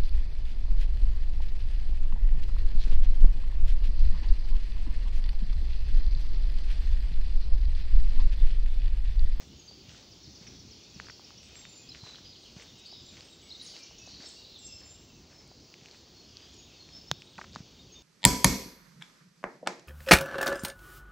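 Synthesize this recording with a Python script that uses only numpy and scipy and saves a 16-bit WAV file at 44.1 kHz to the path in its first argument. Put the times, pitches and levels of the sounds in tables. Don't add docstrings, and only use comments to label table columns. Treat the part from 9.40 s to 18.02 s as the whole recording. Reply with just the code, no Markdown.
import sys
import numpy as np
from scipy import signal
from scipy.fft import rfft, irfft, next_fast_len
from scipy.io import wavfile
from scipy.ndimage import uniform_filter1d, map_coordinates

SR = 44100
rng = np.random.default_rng(int(sys.argv[2]) if len(sys.argv) > 2 else 0)


def gain_from_db(level_db):
    decades = np.asarray(level_db, float) / 20
    return 10 ** decades


def wrap_up_sound(samples):
    columns = np.atleast_2d(samples).T
    tamed = np.clip(columns, -1, 1)
    steps = np.round(tamed * 32767).astype(np.int16)
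    wavfile.write(sys.argv[1], SR, steps)


N = 380297


def unit(x):
    return x / np.sqrt(np.mean(x ** 2))


def colour(x, points):
    hz, db = np.transpose(points)
    size = next_fast_len(N)
    axis = np.log(np.arange(size // 2 + 1) * SR / size + 1)
    gain = gain_from_db(np.interp(axis, np.log(hz), db))
    return irfft(rfft(x, size) * gain, size)[:N]


def walk(rate_hz):
    hold = int(SR / rate_hz)
    steps = np.repeat(rng.standard_normal(N // hold + 1), hold)
    return 1.318 * uniform_filter1d(uniform_filter1d(steps, hold), hold)[:N]


def add(out, s, sound):
    i = int(s * SR)
    out[i:i + len(sound)] += sound[:N - i]


def ring(hz, t60_s, rise_cycles=0.2):
    t = np.arange(SR // 16) / SR
    contact = 1 - np.exp(-t * hz / rise_cycles)
    decay = np.exp(-np.log(1000) * t / t60_s)
    y = contact * decay * np.sin(2 * np.pi * hz * t)
    return y / np.abs(y).max()


def whistle(length_s, hz, waver, lean=0.57):
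    flutter_db, wobble = 4.0, 0.007
    u = np.linspace(-1, 1, int(length_s * SR))
    start, middle, end = hz
    pitch = middle + (end - start) / 2 * u + ((start + end) / 2 - middle) * u ** 2
    shake = waver[:len(u)]
    swell = np.clip(1 - u ** 2, 0, 1) ** 0.46 * np.exp(-lean * u)
    phase = 2 * np.pi * np.cumsum(pitch * (1 + wobble * shake)) / SR
    return 2.14 * swell * gain_from_db(flutter_db * shake[::-1]) * np.sin(phase)


def birds(song, lean=0.6):
    out, waver = np.zeros(N), np.tile(walk(150), 2)
    for s, length, *hz, db in song:
        shake = min(length / 0.1, 1) * waver[int(s * SR):][:SR // 4]
        add(out, s, gain_from_db(db) * whistle(length, hz, shake, lean))
    return out


def slurred(s, length, hz, slide, db):
    return s, length, hz - slide / 2, hz, hz + slide / 2, db


def trunks(x, count=2):
    wood_t60_s, treble_t60_s, sway_samples = 0.7, 0.46, 35.0
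    t = np.arange(int(1.1 * SR)) / SR
    build = 1 - np.exp(-t / 0.015)
    wood_decay, treble_decay = gain_from_db(-60 * t / wood_t60_s), gain_from_db(-60 * t / treble_t60_s)
    low = signal.butter(2, 6500, fs=SR, output="sos")
    out = 0
    for _ in range(count):
        noise = rng.standard_normal(len(t))
        dull = signal.sosfilt(low, noise)
        tail = build * (dull * wood_decay + (noise - dull) * treble_decay)
        heard = signal.fftconvolve(x, tail)[:N]
        out = out + map_coordinates(heard, [np.arange(N) + sway_samples * walk(7)], order=2)
    return out / np.sqrt(count * np.sum((build * wood_decay) ** 2))


def foliage(x):
    spread_s, direct = 0.0082, 0.49
    t = np.arange(SR // 16) / SR
    spray = rng.standard_normal(len(t)) * np.exp(-t / spread_s)
    spray = spray / np.sqrt(np.sum(spray ** 2))
    return direct * x + 0.5 * signal.fftconvolve(x, spray)[:N]


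# start in seconds, length in seconds, level in dB.
SCUFFS = [
    (0, 0.072, -58.5),
    (2.541, 0.088, -60.5),
    (4.662, 0.12, -65),
    (8.129, 0.11, -61),
]
# start in seconds, heel level in dB, heel ring in Hz, sole roll in seconds, grit level in dB.
FOOTFALLS = [(.482, -48.5, 103, 0.2, -60.5), (1.009, -47, 164, 0.19, -63), (1.558, -42.5, 145, 0.22, -63),
             (2.079, -55, 159, 0.3, -62), (2.628, -41.5, 115, .22, -59.5), (3.161, -41.5, 148, 0.18, -58.5),
             (3.72, -50, 202, 0.19, -60), (4.337, -60, 159, 0.085, -59.5), (4.795, -46, 205, 0.17, -59.5),
             (5.398, -66, 150, 0.16, -63.5), (5.894, -64, 150, 0.19, -64.5), (6.418, -50, 167, .23, -63.5),
             (6.99, -58, 104, 0.2, -65), (7.47, -62, 150, .31, -67), (7.979, -47, 191, 0.14, -60.5),
             (8.533, -66, 150, 0.098, -76)]
# frequency in Hz, density in dB per Hz.
GRIT = [(200, 0), (500, 9), (1000, -3), (2000, 0), (3500, -3), (6000, 1), (8000, -11), (10000, -40),
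        (14000, -49)]


def grit():
    press = np.zeros(N)
    rolls = [(s, roll, db) for s, _, _, roll, db in FOOTFALLS]
    for s, length, db in SCUFFS + rolls:
        u = np.linspace(0, 1, int(length * SR))
        add(press, s, gain_from_db(db + 3) * np.sin(np.pi * u ** 0.48) ** 0.72)
    out = 0.5 * rng.standard_normal(N)
    for hz, grains_per_s in [(900, 500), (2000, 600), (3800, 700), (6500, 1200)]:
        hits = rng.random(N) < grains_per_s / SR
        size_db = np.minimum(2.7 * rng.exponential(size=N), 7)
        grains = hits * gain_from_db(size_db) * np.sign(rng.standard_normal(N))
        stone = signal.butter(2, [hz / 1.67, hz * 1.54], "band", fs=SR, output="sos")
        out = out + signal.sosfilt(stone, unit(grains))
    flicker_db = 1.6 * walk(40)
    return press * gain_from_db(flicker_db) * unit(colour(out, GRIT))


# frequency in Hz, density in dB per Hz.
AIR = [(20, -30), (30, -11), (68, 3), (96, 1.5), (358, -4), (532, -11), (1790, -23), (2600, -22.5),
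       (5000, -17.5), (7000, -21.5), (8100, -35.5), (9000, -40), (13600, -48.5)]
# frequency in Hz, density in dB per Hz.
HISS = [(12500, -26), (13800, -17), (14900, -4), (15700, -1)]


def air():
    air_db, hiss_db = -57, -80.5
    noise = unit(colour(rng.standard_normal(N), AIR))
    bass = signal.sosfilt(signal.butter(2, 450, fs=SR, output="sos"), noise)
    hiss = unit(colour(rng.standard_normal(N), [(9000, -60)] + HISS + [(16500, -60)]))
    bass_gain = gain_from_db(1.3 * walk(1.73) + 2.76 * walk(14))
    return gain_from_db(hiss_db + 1.2 * walk(12)) * hiss + gain_from_db(air_db) * (noise + (bass_gain - 1) * bass)


# time in seconds, high singers in dB, low singers in dB.
FLOCKS = [(0.0, -60.5, -59.5), (.96, -56.5, -66), (1.7, -56.5, -59.5), (2.5, -57, -62.5),
          (3.29, -58, -57.5), (4.05, -59.5, -62), (4.27, -50, -62), (4.56, -56, -63.5), (4.85, -54, -61.5),
          (5.14, -59.5, -59.5), (5.71, -62.5, -66.5), (6.05, -62, -83), (6.42, -59, -64), (6.72, -60, -66),
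          (7.03, -59, -57.5), (7.55, -60, -60.5), (7.88, -64, -59.5), (8.62, -62, -62.5)]
# frequency in Hz, density in dB per Hz.
HIGH_CHORUS = [(3500, -12), (4300, 4), (6000, -0.5), (7200, -7), (8200, -33.5)]
# frequency in Hz, density in dB per Hz.
LOW_CHORUS = [(1700, -47), (2500, -5), (3700, 4.5), (4400, -26.5)]


def chorus():
    s, *columns = np.transpose(FLOCKS)
    high_db, low_db = (np.interp(np.arange(N) / SR, s, c) for c in columns)
    out, waver = np.zeros(N), walk(147.7)
    for when, long, pitch, slur in rng.random((1400, 4)):
        bend = np.sign(slur - 0.6) * (0.0908 + 0.1184 * slur)
        hz = 1900 * 4.2 ** pitch * (1 + bend * np.arange(-1, 2))
        add(out, when * N / SR, whistle(0.012 + 0.0301 * long, hz, waver))
    blur = 0.68 * unit(trunks(out, count=1)) + rng.standard_normal(N)
    high, low = unit(colour(blur, HIGH_CHORUS)), unit(colour(blur, LOW_CHORUS))
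    return gain_from_db(high_db - 1.0) * high + gain_from_db(low_db - 4.5) * low


# centre in seconds, peak in dB.
RUSTLES = [(.0623, -70), (.53, -70), (.595, -75), (2.0238, -69), (2.68, -71), (3.2194, -64), (3.3842, -67),
           (3.46, -66), (3.7928, -73), (3.9055, -70), (4.386, -64), (4.844, -68), (6.5625, -73), (7.8, -71),
           (8.11, -75)]


def rustle():
    swell = np.zeros(N)
    for s, db in RUSTLES:
        add(swell, s - 0.01, gain_from_db(db - 0.5) * np.hanning(int(0.041 * SR)))
    points = [(5000, -28), (7500, 15), (10500, -11), (12500, -22), (15000, -30)]
    return swell * unit(colour(rng.standard_normal(N), points))


# start in seconds, peak in dB, ring in Hz.
BUMPS = [
    (0.142, -50, 80.7),
    (5.74, -58, 99.6),
    (8.161, -41.5, 191),
    (8.2, -38.5, 148),
]


def thuds():
    out = np.zeros(N)
    for s, db, hz in BUMPS + [step[:3] for step in FOOTFALLS]:
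        add(out, s + 0.00432, -gain_from_db(db + 2.5) * ring(hz, 3.3 / hz, rise_cycles=0.4))
    return out


# start in seconds, length in seconds, pitch in Hz, slide in Hz, level in dB.
SEEPS = [(0.17, 0.13, 6430, -480, -63), (2.032, .06, 7940, -300, -76), (2.146, 0.12, 7420, -260, -65),
         (2.187, .016, 6330, 0, -64), (3.0, .092, 8300, -210, -81), (3.097, 0.062, 8180, 198, -78),
         (3.605, .155, 7270, -100, -66), (3.754, 0.067, 8870, 50, -81), (3.842, .045, 8130, -800, -70.5),
         (4.262, 0.019, 6600, 300, -53), (3.896, .06, 7640, 130, -66), (4.023, .06, 7830, -60, -65),
         (5.186, .03, 7500, -490, -61), (5.209, 0.086, 7430, 380, -54), (5.304, .098, 7440, -50, -63),
         (5.446, 0.037, 7290, -40, -56), (5.483, 0.079, 7400, 256, -54), (7.128, .03, 6920, -200, -68),
         (7.167, 0.079, 6670, -210, -64), (7.8, .24, 8150, -350, -84), (8.52, 0.093, 6430, -50, -65)]
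# start in seconds, length in seconds, pitch in Hz, slide in Hz, level in dB.
WARBLE = [(0.276, .041, 4550, -550, -53), (2.219, 0.081, 3630, -200, -65), (2.607, .012, 4070, -300, -47),
          (2.634, 0.03, 3980, 0, -54), (3.525, 0.041, 3830, -300, -55.5), (3.67, 0.04, 3475, 100, -61),
          (4.828, .03, 4410, 40, -56), (4.86, .02, 3750, -300, -56), (5.347, .04, 4090, 0, -66),
          (8.39, 0.032, 3690, 0, -64), (6.09, .04, 3980, 0, -68), (5.156, .024, 3450, -600, -57),
          (6.728, .076, 4360, 0, -62.5), (7.375, 0.085, 4260, -120, -59.5), (7.86, 0.024, 3900, 440, -61),
          (8.547, 0.081, 3620, -30, -64)]
# start in seconds, length in seconds, pitch in Hz, slide in Hz, level in dB.
PIPING = [(2.847, 0.03, 4880, -60, -47), (2.905, .04, 4860, -60, -63), (2.961, 0.073, 4820, -52, -66),
          (3.48, .017, 4970, -50, -51.5), (4.594, 0.052, 5650, -30, -55.5), (4.847, .036, 5320, -240, -54),
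          (5.266, .02, 5800, -1500, -51.5), (5.72, .05, 6160, 30, -66), (5.42, .17, 5200, 42, -69),
          (6.87, 0.071, 4870, -60, -61.5), (6.99, .077, 4800, 30, -62.5), (7.523, 0.061, 5270, 310, -54),
          (7.608, .02, 4650, -200, -62), (6.235, .015, 5950, 200, -69)]
# start in seconds, length in seconds, pitch in Hz, slide in Hz, level in dB.
FLUTING = [(2.38, 0.039, 2490, 6, -65.5), (4.025, 0.02, 2860, -30, -63), (4.065, .025, 2850, 0, -63),
           (4.022, 0.065, 2210, -160, -70), (4.33, 0.045, 2750, -900, -60), (4.44, .012, 2800, -200, -59),
           (5.684, .04, 2650, -300, -67), (6.275, .025, 2740, 200, -71), (5.555, .03, 2850, 100, -66),
           (4.385, 0.11, 2350, -100, -70), (4.524, 0.061, 2910, -50, -67), (4.586, 0.051, 2600, 50, -63),
           (4.959, 0.063, 2850, 162, -62), (5.208, .146, 2715, -150, -64)]


def whistlers():
    return [slurred(*note) for note in SEEPS + WARBLE + PIPING + FLUTING]


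def stone_hit(s, db, hz, edge_db, cycles):
    edge = gain_from_db(edge_db) * ring(5200, 0.0013)
    body = ring(hz, cycles / hz, rise_cycles=0.48)
    return s + 0.0008, gain_from_db(db + 2.5) * (edge - body)


# start in seconds, peak in dB, ring in Hz.
PEBBLES = [(.311, -52.5, 700), (.493, -45, 2920), (.547, -52, 1500), (1.068, -48, 2160), (1.075, -47, 2300),
           (1.668, -48, 1520), (2.031, -46, 3020), (2.216, -50, 2400), (2.665, -49, 985),
           (3.769, -47, 2290), (3.776, -50, 2300), (4.364, -44, 2700), (5.463, -54, 2050),
           (5.93, -56, 1500), (6.485, -50, 2200), (7.005, -52, 2470), (2.155, -43, 2470),
           (2.638, -48.5, 950), (2.746, -48, 1400), (2.784, -49, 1500), (3.197, -47, 2080),
           (3.222, -43, 2320), (3.526, -50, 720), (3.807, -44, 2800), (4.674, -49, 710), (4.742, -46, 2760),
           (4.804, -50, 1650), (6.114, -51.5, 724), (6.34, -40.5, 2500), (6.413, -51, 2500),
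           (6.458, -42, 2520), (7.82, -39.5, 2600)]


def pebbles():
    out = np.zeros(N)
    for s, db, hz in PEBBLES:
        add(out, *stone_hit(s, db, hz, edge_db=-2, cycles=7.6))
    return out


# start in seconds, length in seconds, level in dB.
CHIPS = [
    (.711, 0.034, -56),
    (.831, 0.042, -55.5),
    (.95, .03, -56),
    (1.07, 0.023, -51),
    (1.191, .02, -55),
    (1.308, .034, -55),
    (1.429, 0.033, -58.5),
    (1.541, .034, -56),
    (1.657, .03, -58),
]


def falling_chips():
    top_hz, fall_hz_per_s, early = 6150, 58000, 0.58
    out = []
    for s, length, db in CHIPS:
        fall_hz = fall_hz_per_s * length
        out.append((s, length, top_hz, top_hz - early * fall_hz, top_hz - fall_hz, db))
    return out


# start in seconds, length in seconds, pitch in Hz, level in dB.
FLICKS = [
    (1.497, .015, 6950, -63),
    (1.701, 0.009, 5580, -50),
    (1.841, .012, 5350, -51),
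    (1.975, .017, 5760, -52),
    (3.45, .024, 4620, -47.5),
    (3.507, 0.017, 5160, -51),
    (4.092, 0.012, 4950, -51),
    (4.336, .02, 4220, -60),
    (4.678, 0.016, 4300, -50.5),
    (4.737, 0.014, 4440, -50.5),
]


def flicks():
    return [slurred(s, length, hz, 0.196 * hz, db) for s, length, hz, db in FLICKS]


# start in seconds, peak in dB, ring in Hz.
STICKS = [(1.599, -29, 1650), (1.685, -39.5, 1480), (1.645, -45, 2300), (1.6975, -37, 1900),
          (1.6995, -39, 1600), (1.795, -47, 942), (1.905, -46, 1200), (2.252, -37, 2300),
          (2.548, -36, 2550), (2.555, -45, 1920), (2.572, -48, 2400), (2.669, -46, 2600),
          (2.673, -42, 2720), (2.697, -49, 1100), (4.51, -51, 800), (6.545, -49, 1860), (7.489, -46, 2480),
          (8.0134, -33, 1550), (8.0166, -35, 1500), (8.042, -40, 1250), (8.046, -44, 1910),
          (8.1591, -29.5, 1100), (8.166, -46, 1920)]


def sticks():
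    out = np.zeros(N)
    for s, db, hz in STICKS:
        add(out, *stone_hit(s, db, hz, edge_db=-16, cycles=3.86))
    return out


# start in seconds, length in seconds, pitch in Hz, scatter in Hz, level in dB.
CHATTER = [(4.7, .16, 4400, 380, -55), (1.6, .15, 4800, 500, -59), (5.1, .13, 3550, 200, -62),
           (2.66, .13, 3980, 120, -57), (4.95, .14, 4550, 126, -57.5), (4.985, .23, 4020, 180, -58),
           (4.745, .1, 3920, 60, -60.5), (3.53, .19, 3650, 250, -58.5), (3.52, 0.15, 5000, 200, -61.5),
           (4.23, .13, 3980, 130, -60), (6.04, .3, 4800, 50, -68)]


def chatter():
    syllable_s, syllables_per_s = 0.013, 60
    out = []
    for s, length, hz, scatter, db in CHATTER:
        for k, (late, pitch, slide, loud) in enumerate(rng.standard_normal((20, 4))):
            when = (k + 0.25 * late) / syllables_per_s
            centre = hz + 0.5 * scatter * pitch
            level_db = db + 3.0 * loud - 3.0 * when / length
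            if when < length:
                out.append(slurred(s + when, syllable_s, centre, 2 * scatter * slide, level_db))
    return out


# start in seconds, peak in dB, ring in Hz.
TICKS = [(2.0872, -54, 7760), (2.3564, -60, 7500), (2.7565, -39, 4100), (3.8072, -40, 4500),
         (4.3651, -39, 4460), (5.4054, -49, 7530), (6.0761, -49, 8350), (6.5116, -42.5, 4440),
         (6.9691, -34, 4560), (7.1422, -48, 7500), (7.9544, -50, 4900), (7.9546, -50, 2900),
         (8.1240, -49, 4300), (8.1319, -43, 4500), (8.1434, -46, 4820), (8.1503, -36.5, 4750),
         (8.1505, -45, 6600), (8.1588, -37, 4000), (8.159, -43, 6200)]


def ticks():
    out = np.zeros(N)
    for s, db, hz in TICKS:
        add(out, s + 0.000985, gain_from_db(db + 2.0) * ring(hz, 13.0 / hz, rise_cycles=0.62))
    return out


# start in seconds, length in seconds, pitch in Hz, slide in Hz, level in dB.
SWELLS = [
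    (5.285, 0.091, 5190, 202, -52),
    (5.905, .095, 5230, 220, -65),
    (7.66, 0.039, 5300, 420, -57.5),
    (3.355, .095, 3800, -60, -62),
    (2.26, .18, 7180, -100, -61),
    (5.2, .085, 5170, 100, -60.5),
    (6.008, .03, 2200, 250, -71),
    (3.895, .045, 3800, -120, -61),
]


def swells():
    return birds([slurred(*note) for note in SWELLS], lean=-0.56)


# start in s, length in s, start in Hz, middle in Hz, end in Hz, level in dB.
TURNS = [
    (4.104, .018, 4350, 3850, 3800, -49),
    (4.121, .013, 3900, 4250, 3950, -46),
    (4.148, .011, 3850, 3700, 3650, -51),
    (4.16, .008, 4200, 3950, 3800, -52),
    (4.197, .014, 3850, 4000, 3980, -48),
    (4.212, .014, 3800, 4100, 4650, -46),
    (4.256, .007, 3700, 3900, 4200, -53),
    (2.489, .013, 4650, 5150, 4950, -48),
    (2.502, .016, 4200, 4000, 3950, -51),
    (2.518, .009, 4150, 4100, 3900, -47),
]


def turns():
    return birds(TURNS)


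# (length in s, start in Hz, middle in Hz, end in Hz).
ROWS = [
    ((2.748, .1, 4, -56.5), (.018, 3480, 3120, 2720)),
    ((2.93, .103, 2, -53), (.014, 3600, 4400, 4200)),
]


def chip_rows():
    out = []
    for (s, period, chips, db), chip in ROWS:
        out += [(s + k * period, *chip, db) for k in range(round(chips))]
    return out


# start in seconds, pitch in Hz, level in dB.
ZIPS = [
    (4.014, 6600, -63),
    (4.275, 4950, -48),
    (4.43, 5850, -47),
    (4.688, 4900, -52),
    (4.582, 6340, -50),
    (4.662, 6270, -53.5),
]


def zips():
    return [slurred(s, 0.011, hz, 0.305 * hz, db) for s, hz, db in ZIPS]


# start in seconds, foot in Hz, crest in Hz, climb in seconds, level in dB.
ARCHES = [
    (4.218, 8500, 10150, .027, -55.5),
    (4.859, 6200, 8300, .024, -51.5),
]


def arches():
    early, climb_db, fall_s, end_hz = 0.82, -6.5, 0.012, 5950
    out = []
    for s, foot, crest, climb, db in ARCHES:
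        out.append((s, climb, foot, foot + early * (crest - foot), crest, db + climb_db))
        out.append(slurred(s + climb, fall_s, (crest + end_hz) / 2, end_hz - crest, db))
    return out


# frequency in Hz, peak in dB, t60 in seconds.
SNAP = [
    (144, -32, 0.037),
    (980, -18, 0.002),
    (1550, -23, 0.0035),
    (3580, -13.5, 0.0022),
    (6430, -18.5, 0.0016),
    (10100, -24, 0.001),
    (12400, -24, .001),
    (15000, -24, 0.001),
]


def snap():
    out = np.zeros(N)
    for hz, db, t60 in SNAP:
        add(out, 7.7142, np.sign(5000 - hz) * gain_from_db(db) * ring(hz, t60, rise_cycles=0.94))
    return out


# start in Hz, end in Hz, level in dB.
CREAK = (2600, 1020, -40.5)


def creak():
    start_s, length_s = 7.980, 0.013
    start_hz, end_hz, db = CREAK
    out = np.zeros(N)
    for u in (np.arange(12) + rng.random(12)) / 12:
        s = start_s + u * length_s
        hz = start_hz * (end_hz / start_hz) ** min(u / 0.65, 1)
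        add(out, s, gain_from_db(db + 5.5 * u) * ring(hz, 0.0035))
        add(out, s, gain_from_db(db - 6.0 * u - 5) * ring(3300 + 1500 * (1 - u), 0.002))
    return out


# frequency in Hz, gain in dB.
MIC = [(30, -31), (70, 1.5), (6500, 1.5), (8500, -3.5), (11000, -10), (15000, -10)]


def knocks():
    return colour(thuds() + pebbles() + sticks() + ticks() + snap() + creak(), MIC)


def scene():
    feet = knocks() + grit()
    song = birds(whistlers() + flicks() + zips() + arches() + chatter()) + swells()
    chips = birds(chip_rows() + falling_chips())
    bent = turns()
    direct = feet + gain_from_db(-5) * bent + gain_from_db(-9) * chips
    near_echo = foliage(song + gain_from_db(-3) * bent + gain_from_db(-4) * chips)
    wood_echo = trunks(gain_from_db(-9) * bent + gain_from_db(-3.5) * song + gain_from_db(-4.0) * chips + gain_from_db(-33) * feet)
    mono = direct + near_echo + wood_echo + chorus() + rustle() + air()
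    return np.array([mono, mono])


def band_limit(x):
    return signal.sosfilt(signal.butter(12, 16800, fs=SR, output="sos"), x)


def record(dry):
    top = signal.ellip(10, 0.2, 60, 15740, fs=SR, output="sos")
    mix = signal.sosfilt(top, dry)
    return band_limit(mix)


dry = scene()
out = record(dry)
wrap_up_sound(out)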